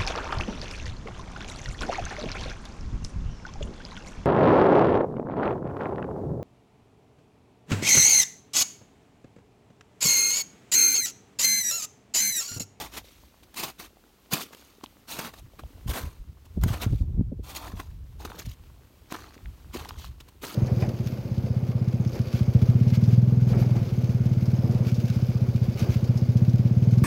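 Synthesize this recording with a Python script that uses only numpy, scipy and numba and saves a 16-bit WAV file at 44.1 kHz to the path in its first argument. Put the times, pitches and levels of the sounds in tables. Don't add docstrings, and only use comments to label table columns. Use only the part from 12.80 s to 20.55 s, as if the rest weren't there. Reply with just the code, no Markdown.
import sys
import numpy as np
from scipy import signal
from scipy.fft import rfft, irfft, next_fast_len
from scipy.io import wavfile
from scipy.ndimage import uniform_filter1d, map_coordinates
from numba import njit

SR = 44100
rng = np.random.default_rng(int(sys.argv[2]) if len(sys.argv) > 2 else 0)


def transcribe(signal):
    frames = np.atleast_2d(signal).T
    limited = np.clip(frames, -1, 1)
    pcm = np.round(limited * 32767).astype(np.int16)
    wavfile.write(sys.argv[1], SR, pcm)


N = 341775
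TIME = np.arange(N) / SR

# (time [s], hold [s], level [dB], sag over the hold [dB], relative clump level [dB],
# release [s], hollow under the sole [Hz], crystal squeak [Hz], grain size spread [dB], fine spray [dB])
FOOTFALLS = [(-0.02, 0.085, -35, 15, -0.5, 0.012, 900, 2400, 1, -2.5),
             (0.773, 0.13, -41, 6.5, -3, .009, 980, 2680, 0.5, -1),
             (1.529, 0.095, -32.5, 16.5, 0, 0.025, 1170, 4700, 2, -1.5),
             (2.291, 0.18, -48, -3.5, -1, 0.019, 920, 4320, 1, -1),
             (3.089, 0.13, -44.5, 6, 0.5, 0.055, 1100, 2230, -4.5, 0.5),
             (3.884, 0.19, -46, 14.5, 3.5, .02, 1200, 3300, 1.5, -2),
             (4.646, 0.23, -57, -5.5, 1, 0.041, 980, 3700, 1, -1),
             (5.402, 0.2, -57, 3, 6, .02, 920, 3730, 3, -3),
             (6.314, 0.14, -50, 10, 3, 0.085, 1240, 4160, 3, -6),
             (6.945, 0.16, -45, 16.5, 2, 0.09, 990, 3100, 2.5, -4.5),
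             (7.634, 0.12, -44, 5.5, -0.5, .02, 1280, 4100, 3, -2)]
# (time [s], hold [s], level [dB], sag over the hold [dB], relative clump level [dB], release [s])
BOOT_SCUFFS = [(0.131, 0.054, -52, -13.5, -1.5, 0.009), (0.248, 0.027, -60.5, -0.5, -29, 0.16),
               (1.001, 0.062, -48.5, 5, 0, 0.0098), (1.777, 0.039, -60, 3.5, -9, 0.14),
               (2.56, 0.035, -63.5, -11, -0.5, 0.0064), (3.834, 0.036, -51.5, 7, 8.5, 0.013),
               (4.108, .11, -61, 3.5, -7.5, 0.015), (4.971, 0.02, -58, -0.5, 4, 0.067),
               (5.635, 0.1, -56.5, -0.5, -8, 0.0066), (7.186, .075, -53, -1, -7, 0.019)]
# (frequency [Hz], gain [dB])
CLUMP_SPECTRUM = [(90, -9.5), (190, -2), (320, 1), (520, -5.5), (720, -2.5), (900, -3), (1150, -3.5),
                  (1500, -6.5), (2000, -11.5), (3200, -19)]
CRUNCH_SPECTRUM = [(1000, -25), (1800, -1), (2550, 5), (3300, 4.5), (3800, 5), (4500, 4), (5200, 1),
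                   (6800, 2), (8500, -15.5), (12000, -34.5)]
SPRAY_SPECTRUM = [(5000, -19), (7500, -5.5), (9000, -2), (10400, -6.5), (12500, -0.5), (14000, -2),
                  (16000, -5)]
# (time [s], level [dB])
BREEZE_LEVELS = [(0, -50), (.6, -62), (1.05, -58.5), (1.3, -67), (1.9, -65), (2.5, -57.5), (3.0, -53),
                 (3.65, -50), (3.95, -35.5), (4.5, -29), (4.73, -46), (5.3, -39.5), (5.55, -50),
                 (5.9, -48.5), (6.08, -56.5), (6.5, -52), (7.1, -46), (7.74, -56)]
# (time of the crest [s], level [dB], decay time [s])
WIND_GUSTS = [(2.641, -43.5, 0.036), (2.848, -37.5, 0.016), (2.974, -45.5, 0.036), (3.1, -27.5, 0.033),
              (3.251, -29, 0.023), (3.411, -34.5, 0.012), (3.493, -40, 0.031), (3.833, -21.5, 0.044),
              (4.127, -22, 0.028), (4.225, -21, 0.021), (4.383, -26, 0.035), (4.969, -33.5, 0.027),
              (5.468, -41, 0.034), (5.679, -36, 0.035), (6.676, -35, 0.029), (6.879, -40, 0.027),
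              (7.008, -36, 0.019), (7.19, -36, 0.016), (7.288, -36.5, 0.032)]
# (frequency [Hz], gain [dB])
RUMBLE_SPECTRUM = [(18, -35.5), (30, -7.5), (42, 1.5), (70, 3.5), (125, -8), (180, -17.5), (300, -36)]
EDDY_SPECTRUM = [(80, -15), (150, 3.5), (230, -13.5), (330, -13), (500, -30.5), (900, -46), (2000, -61)]
FLUTTER_SPECTRUM = [(250, 7.5), (380, 8), (600, -6.5), (900, -33.5), (1600, -58)]
HISS_SPECTRUM = [(60, 6), (250, 15), (600, 2), (1100, 3), (1700, -1.5), (3000, -0.5), (4400, -3),
                 (5100, -4.5), (6500, -5.5), (10400, -9), (12500, -5), (16000, -6.5)]
# (time [s], level [dB])
HISS_LEVELS = [(0.43, -61.5), (1.16, -62), (2.2, -60.5), (2.7, -61.5), (2.97, -58.5), (3.55, -65.5),
               (3.75, -62), (4.5, -70), (5.3, -63.5), (5.85, -61.5), (6.2, -62), (6.85, -60), (7.56, -63)]
# (time [s], level [dB], frequency [Hz])
CRUST_CRACKS = [(0.244, -38.5, 474), (1.707, -38, 465), (2.011, -35, 1000), (2.04, -21, 850),
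                (2.061, -25.5, 2980), (2.735, -38.5, 543), (2.794, -28.5, 1090), (2.836, -29, 620),
                (2.981, -39, 594), (3.274, -35, 470), (5.482, -34, 1220), (5.518, -26, 1310),
                (6.325, -19, 1310), (6.345, -20, 1100), (6.353, -19, 1060), (6.579, -32.5, 2030),
                (6.658, -26.5, 1800), (7.003, -27.5, 1030), (7.056, -24, 920), (7.069, -39, 1020),
                (7.108, -19.5, 1000), (7.244, -24.5, 1030)]
# (time [s], level [dB], clump gain [dB], time scale [s])
SNOW_COLLAPSES = [(0.635, -52.5, -8.5, 0.0063), (0.744, -41.5, -10, 0.0027), (0.781, -39, -35, .009),
                  (0.799, -34, -14, .0063), (0.837, -29.5, -8.5, 0.0084), (0.999, -39, -9, 0.0033),
                  (1.5363, -19.5, -37, 0.0029), (1.617, -37.5, -29, 0.013), (1.732, -48.5, -1.5, 0.0063),
                  (1.7484, -42.5, -6, 0.0019), (2.0395, -42, -8, 0.0049), (2.317, -38.5, -34, 0.019),
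                  (2.3918, -32, -3, 0.0046), (2.539, -47.5, -.5, 0.0047), (2.7948, -48.5, 2, 0.0077),
                  (3.0944, -39, -10, 0.0034), (3.165, -39.5, -0.5, 0.027), (3.656, -56, -9, 0.0077),
                  (3.814, -47, -11, .0018), (3.8376, -27, -6.5, .002), (3.937, -44.5, 5, 0.0083),
                  (4.02, -33, -11.5, 0.0089), (4.034, -38.5, -1, 0.011), (4.698, -44.5, -11, 0.014),
                  (4.751, -39, -13, 0.0023), (4.765, -32.5, -19, 0.0089), (5, -41.5, 4.5, 0.0053),
                  (5.4523, -36.5, 1, 0.0037), (5.5945, -38, -25, 0.011), (6.324, -31.5, 1.5, 0.0014),
                  (6.344, -47.5, 7.5, 0.0053), (6.543, -54.5, -8, 0.0078), (6.948, -38.5, -15, 0.0014),
                  (7.091, -38, -14, 0.0037), (7.406, -44, -7, 0.0054), (7.487, -51, -6, 0.0059),
                  (7.639, -56.5, 16, 0.0062)]
# (time [s], level [dB], frequency [Hz])
SOLE_THUDS = [(1.5325, -19.5, 149), (2.036, -33, 248.4), (6.321, -34, 300), (6.353, -32, 327),
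              (6.952, -25, 260), (6.961, -25, 322), (7.634, -32, 292)]
# (time [s], level [dB], flutter gain [dB], deep push gain [dB])
EDDY_IMPACTS = [(3.061, -33, -26, 11.5), (3.107, -42, -3, 6), (3.774, -20, -12, -18), (3.837, -26, -9.5, 7),
                (3.861, -17.5, -23, 3), (3.904, -30, -24, 15.5), (4.064, -20, -14.5, 7.5),
                (4.081, -46, -7, 9), (4.106, -42, -3, -1), (4.13, -39.5, -21, 23), (4.208, -26.5, -34, 10),
                (4.231, -37, -14, 4), (4.376, -23, -28, -9), (4.394, -18, -36, 5.5),
                (4.411, -12.5, -37, -11), (4.522, -27.5, -2, -22), (4.593, -34.5, -6, -20),
                (4.936, -28, -18, -11), (5.672, -34, -44, 10), (6.566, -49.5, 4, -7)]


def undb(db):
    return 10 ** (np.asarray(db) / 20)


def level_curve(table):
    return np.interp(TIME, *np.transpose(table))


def colour(x, spectrum):
    hz, db = np.transpose(spectrum)
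    size = next_fast_len(N)
    f = np.maximum(np.arange(size // 2 + 1) * SR / size, 1)
    skirts = np.minimum(f / hz[0], 1) ** 2 * np.minimum(hz[-1] / f, 1) ** 2
    gain = undb(np.interp(np.log(f), np.log(hz), db))
    shaped = irfft(rfft(x, size) * skirts * gain, size)[:N]
    return shaped / np.sqrt(np.mean(shaped ** 2))


def noise(spectrum):
    return colour(rng.standard_normal(N), spectrum)


def steady(x, seconds):
    size = max(int(seconds * SR), 2)
    power = uniform_filter1d(uniform_filter1d(x * x, size), size)
    return x / np.sqrt(np.abs(power) + 1e-9)


def add(out, s, sound):
    start = int(s * SR)
    lo, hi = max(start, 0), min(start + len(sound), N)
    if hi > lo:
        out[lo:hi] += sound[lo - start:hi - start]


@njit
def rings(starts, hz, cycles, sizes):
    out = np.zeros(N)
    for k in range(len(starts)):
        length = cycles[k] * SR / hz[k]
        phasor = sizes[k] + 0j
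        pole = np.exp(2j * np.pi * hz[k] / SR - 5.76 / length)
        first = max(int(starts[k] * SR), 0)
        for i in range(first, min(first + int(length), N)):
            phasor *= pole
            out[i] += phasor.imag
    return out


def grains(count, low_hz, high_hz, cycles, spread_db):
    when, pitch, ring, size = rng.random((count, 4)).T
    hz = low_hz * (high_hz / low_hz) ** pitch
    rank = np.minimum(-np.log(1 - size), 4.5)
    sizes = undb(rank * spread_db[(when * N).astype(int)]) * rng.choice([-1, 1], count)
    return rings(when * N / SR, hz, cycles * (.5 + ring), sizes * hz / high_hz)


def snow_state(loosen_s=0.21):
    s, *_, spread_db, spray_db = np.transpose(FOOTFALLS)
    step = np.maximum(np.searchsorted(s - .05, TIME) - 1, 0)
    loose = np.clip((TIME - s[step]) / loosen_s, 0, 1)
    return spread_db[step] + loose, spray_db[step] - 2 * loose


def ground_echoes(x):
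    out = x.copy()
    for lag_s in (.0007, .0019, .0034):
        stride = np.interp(TIME, np.linspace(0, TIME[-1], 20), rng.uniform(-0.983, 1, 20))
        lag = lag_s * (1 + .5 * stride)
        out += .17 * map_coordinates(x, [(TIME - lag) * SR], order=3)
    return out


def snow_textures():
    spread_db, spray_db = snow_state()
    clumps = colour(grains(17000, 126, 3155, cycles=7.3, spread_db=1.77 * spread_db), CLUMP_SPECTRUM)
    crunch = colour(grains(44000, 1268, 10630, cycles=19, spread_db=spread_db), CRUNCH_SPECTRUM)
    spray = colour(grains(55000, 5500, 18000, cycles=23, spread_db=spread_db), SPRAY_SPECTRUM)
    crystals = steady(crunch, 0.018) + undb(spray_db) * steady(spray, .02)
    return steady(ground_echoes(clumps), 0.011), ground_echoes(crystals)


def press(s, hold_s, db, sag_db, release_s, attack_s=0.012):
    age = TIME - s
    attack = np.exp(-(np.maximum(-age, 0) / attack_s) ** 1.9)
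    release = np.exp(-(np.maximum(age - hold_s, 0) / release_s) ** 1.01)
    return undb(db - sag_db * np.clip(age / hold_s, 0, 1)) * attack * release


def resonate(x, hz, q, db):
    return x + undb(db) * signal.lfilter(*signal.iirpeak(hz, q, fs=SR), x)


def treads(clumps, crystals, packing_db_per_s=32):
    out = np.zeros(N)
    for s, hold_s, db, sag_db, coarse_db, release_s, hollow_hz, squeak_hz, _, _ in FOOTFALLS:
        push = press(s, hold_s, db, sag_db, release_s)
        settle = press(s, hold_s, db - 29, sag_db=0, release_s=0.15)
        packing = undb(packing_db_per_s * np.clip(TIME - s, 0, hold_s))
        squeak = resonate(crystals, squeak_hz, q=13, db=-6.5)
        hollow = resonate(clumps, hollow_hz, q=4.5, db=-4)
        out += (push + settle) * squeak
        out += undb(coarse_db) * (push * packing + settle) * hollow
    for s, hold_s, db, sag_db, coarse_db, release_s in BOOT_SCUFFS:
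        out += press(s, hold_s, db, sag_db, release_s) * (crystals + undb(coarse_db) * clumps)
    jerks = noise([(25, 9.5), (70, -2), (150, -21.5)])
    spread_db, _ = snow_state()
    return undb(0.65 * spread_db * jerks) * out


def wind_level(lull_db=3.5, rise_ratio=0.93):
    lulls = np.tanh(noise([(4, 2), (9, -11), (14, -31)]))
    power = undb(level_curve(BREEZE_LEVELS) + lull_db * lulls) ** 2
    for s, db, decay_s in WIND_GUSTS:
        age = (TIME - s) / decay_s
        power += undb(db) ** 2 * np.exp(-(age / np.where(age < 0, rise_ratio, 1)) ** 2)
    return 10 * np.log10(power)


def wind(rumble_db=-1, eddy_db=-13, growth=0.64, puff_db=5):
    level_db = wind_level()
    rumble = steady(noise(RUMBLE_SPECTRUM), 0.073)
    eddies = steady(noise(EDDY_SPECTRUM), 0.032)
    puffs = noise([(6, -2), (18, -4), (40, -14.5)])
    turbulence_db = eddy_db + growth * (level_db - level_db.max()) + puff_db * puffs
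    return undb(level_db) * (undb(rumble_db) * rumble + undb(turbulence_db) * eddies)


def air(tick_db=-3.5):
    waver_db = .7 * noise([(2, 2), (6, 1.5), (15, -20)])
    hiss = noise(HISS_SPECTRUM) * undb(waver_db)
    ticks = grains(1100, 250, 6000, cycles=7.8, spread_db=np.full(N, 3.))
    ticks = colour(ticks, [(250, 13), (1100, 1.5), (2000, -8), (7000, -15)])
    return undb(level_curve(HISS_LEVELS)) * (hiss + undb(tick_db) * steady(ticks, 0.3))


def pulse(hz, db, cycles):
    turns = TIME[:SR // 8] * hz
    age = turns / cycles
    envelope = age ** 2 * np.exp(2 - 2 * age)
    wave = np.gradient(envelope * np.sin(2 * np.pi * turns))
    return undb(db) * wave / np.abs(wave).max()


def cracks(gain_db=-8.5, cycles=0.79, edge_db=-8.5, edge_hz=3120):
    out = np.zeros(N)
    for s, db, hz in CRUST_CRACKS:
        edge = pulse(edge_hz, db + gain_db + edge_db, 2 * cycles)
        add(out, s, pulse(hz, db + gain_db, cycles) + edge)
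    return out


def collapses(clumps, crystals, clump_db=3.5, crystal_db=-2, rise=0.4, fall=0.78):
    out = np.zeros(N)
    clumps, crystals = steady(clumps, 0.0022), steady(crystals, 0.0042)
    for s, db, coarse_db, scale_s in SNOW_COLLAPSES:
        on = slice(int((s - .04) * SR), int((s + .04) * SR))
        age = (TIME[on] - s) / scale_s
        swell = np.exp(1 - np.sqrt(1 + (age / np.where(age < 0, rise, fall)) ** 2))
        debris = undb(crystal_db) * crystals[on] + undb(coarse_db + clump_db) * clumps[on]
        out[on] += undb(db) * swell * debris
    return out


def thuds():
    out = np.zeros(N)
    for s, db, hz in SOLE_THUDS:
        add(out, s - .001, pulse(hz, db, cycles=.55))
    return out


def buffets(slap_hz=183.7, push_hz=100.7, flutter_s=0.0065):
    out = np.zeros(N)
    flutter = steady(noise(FLUTTER_SPECTRUM), 0.0083)
    for s, db, flutter_db, push_db in EDDY_IMPACTS:
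        add(out, s - .001, pulse(slap_hz, db - 2.5, cycles=0.67))
        add(out, s - .003, pulse(push_hz, db + push_db - 4, cycles=0.95))
        on = slice(int((s - .03) * SR), int((s + .04) * SR))
        breakup = np.exp(-((TIME[on] - s - .004) / flutter_s) ** 2)
        out[on] += undb(db + flutter_db - 1.5) * flutter[on] * breakup
    return out


def scene():
    snow = snow_textures()
    boots = treads(*snow) + cracks() + collapses(*snow) + thuds()
    return (boots + wind() + buffets() + air())[None]


def record(dry):
    return signal.sosfilt(signal.ellip(10, .2, 80, 15900, fs=SR, output="sos"), dry)


dry = scene()
out = record(dry)
transcribe(out)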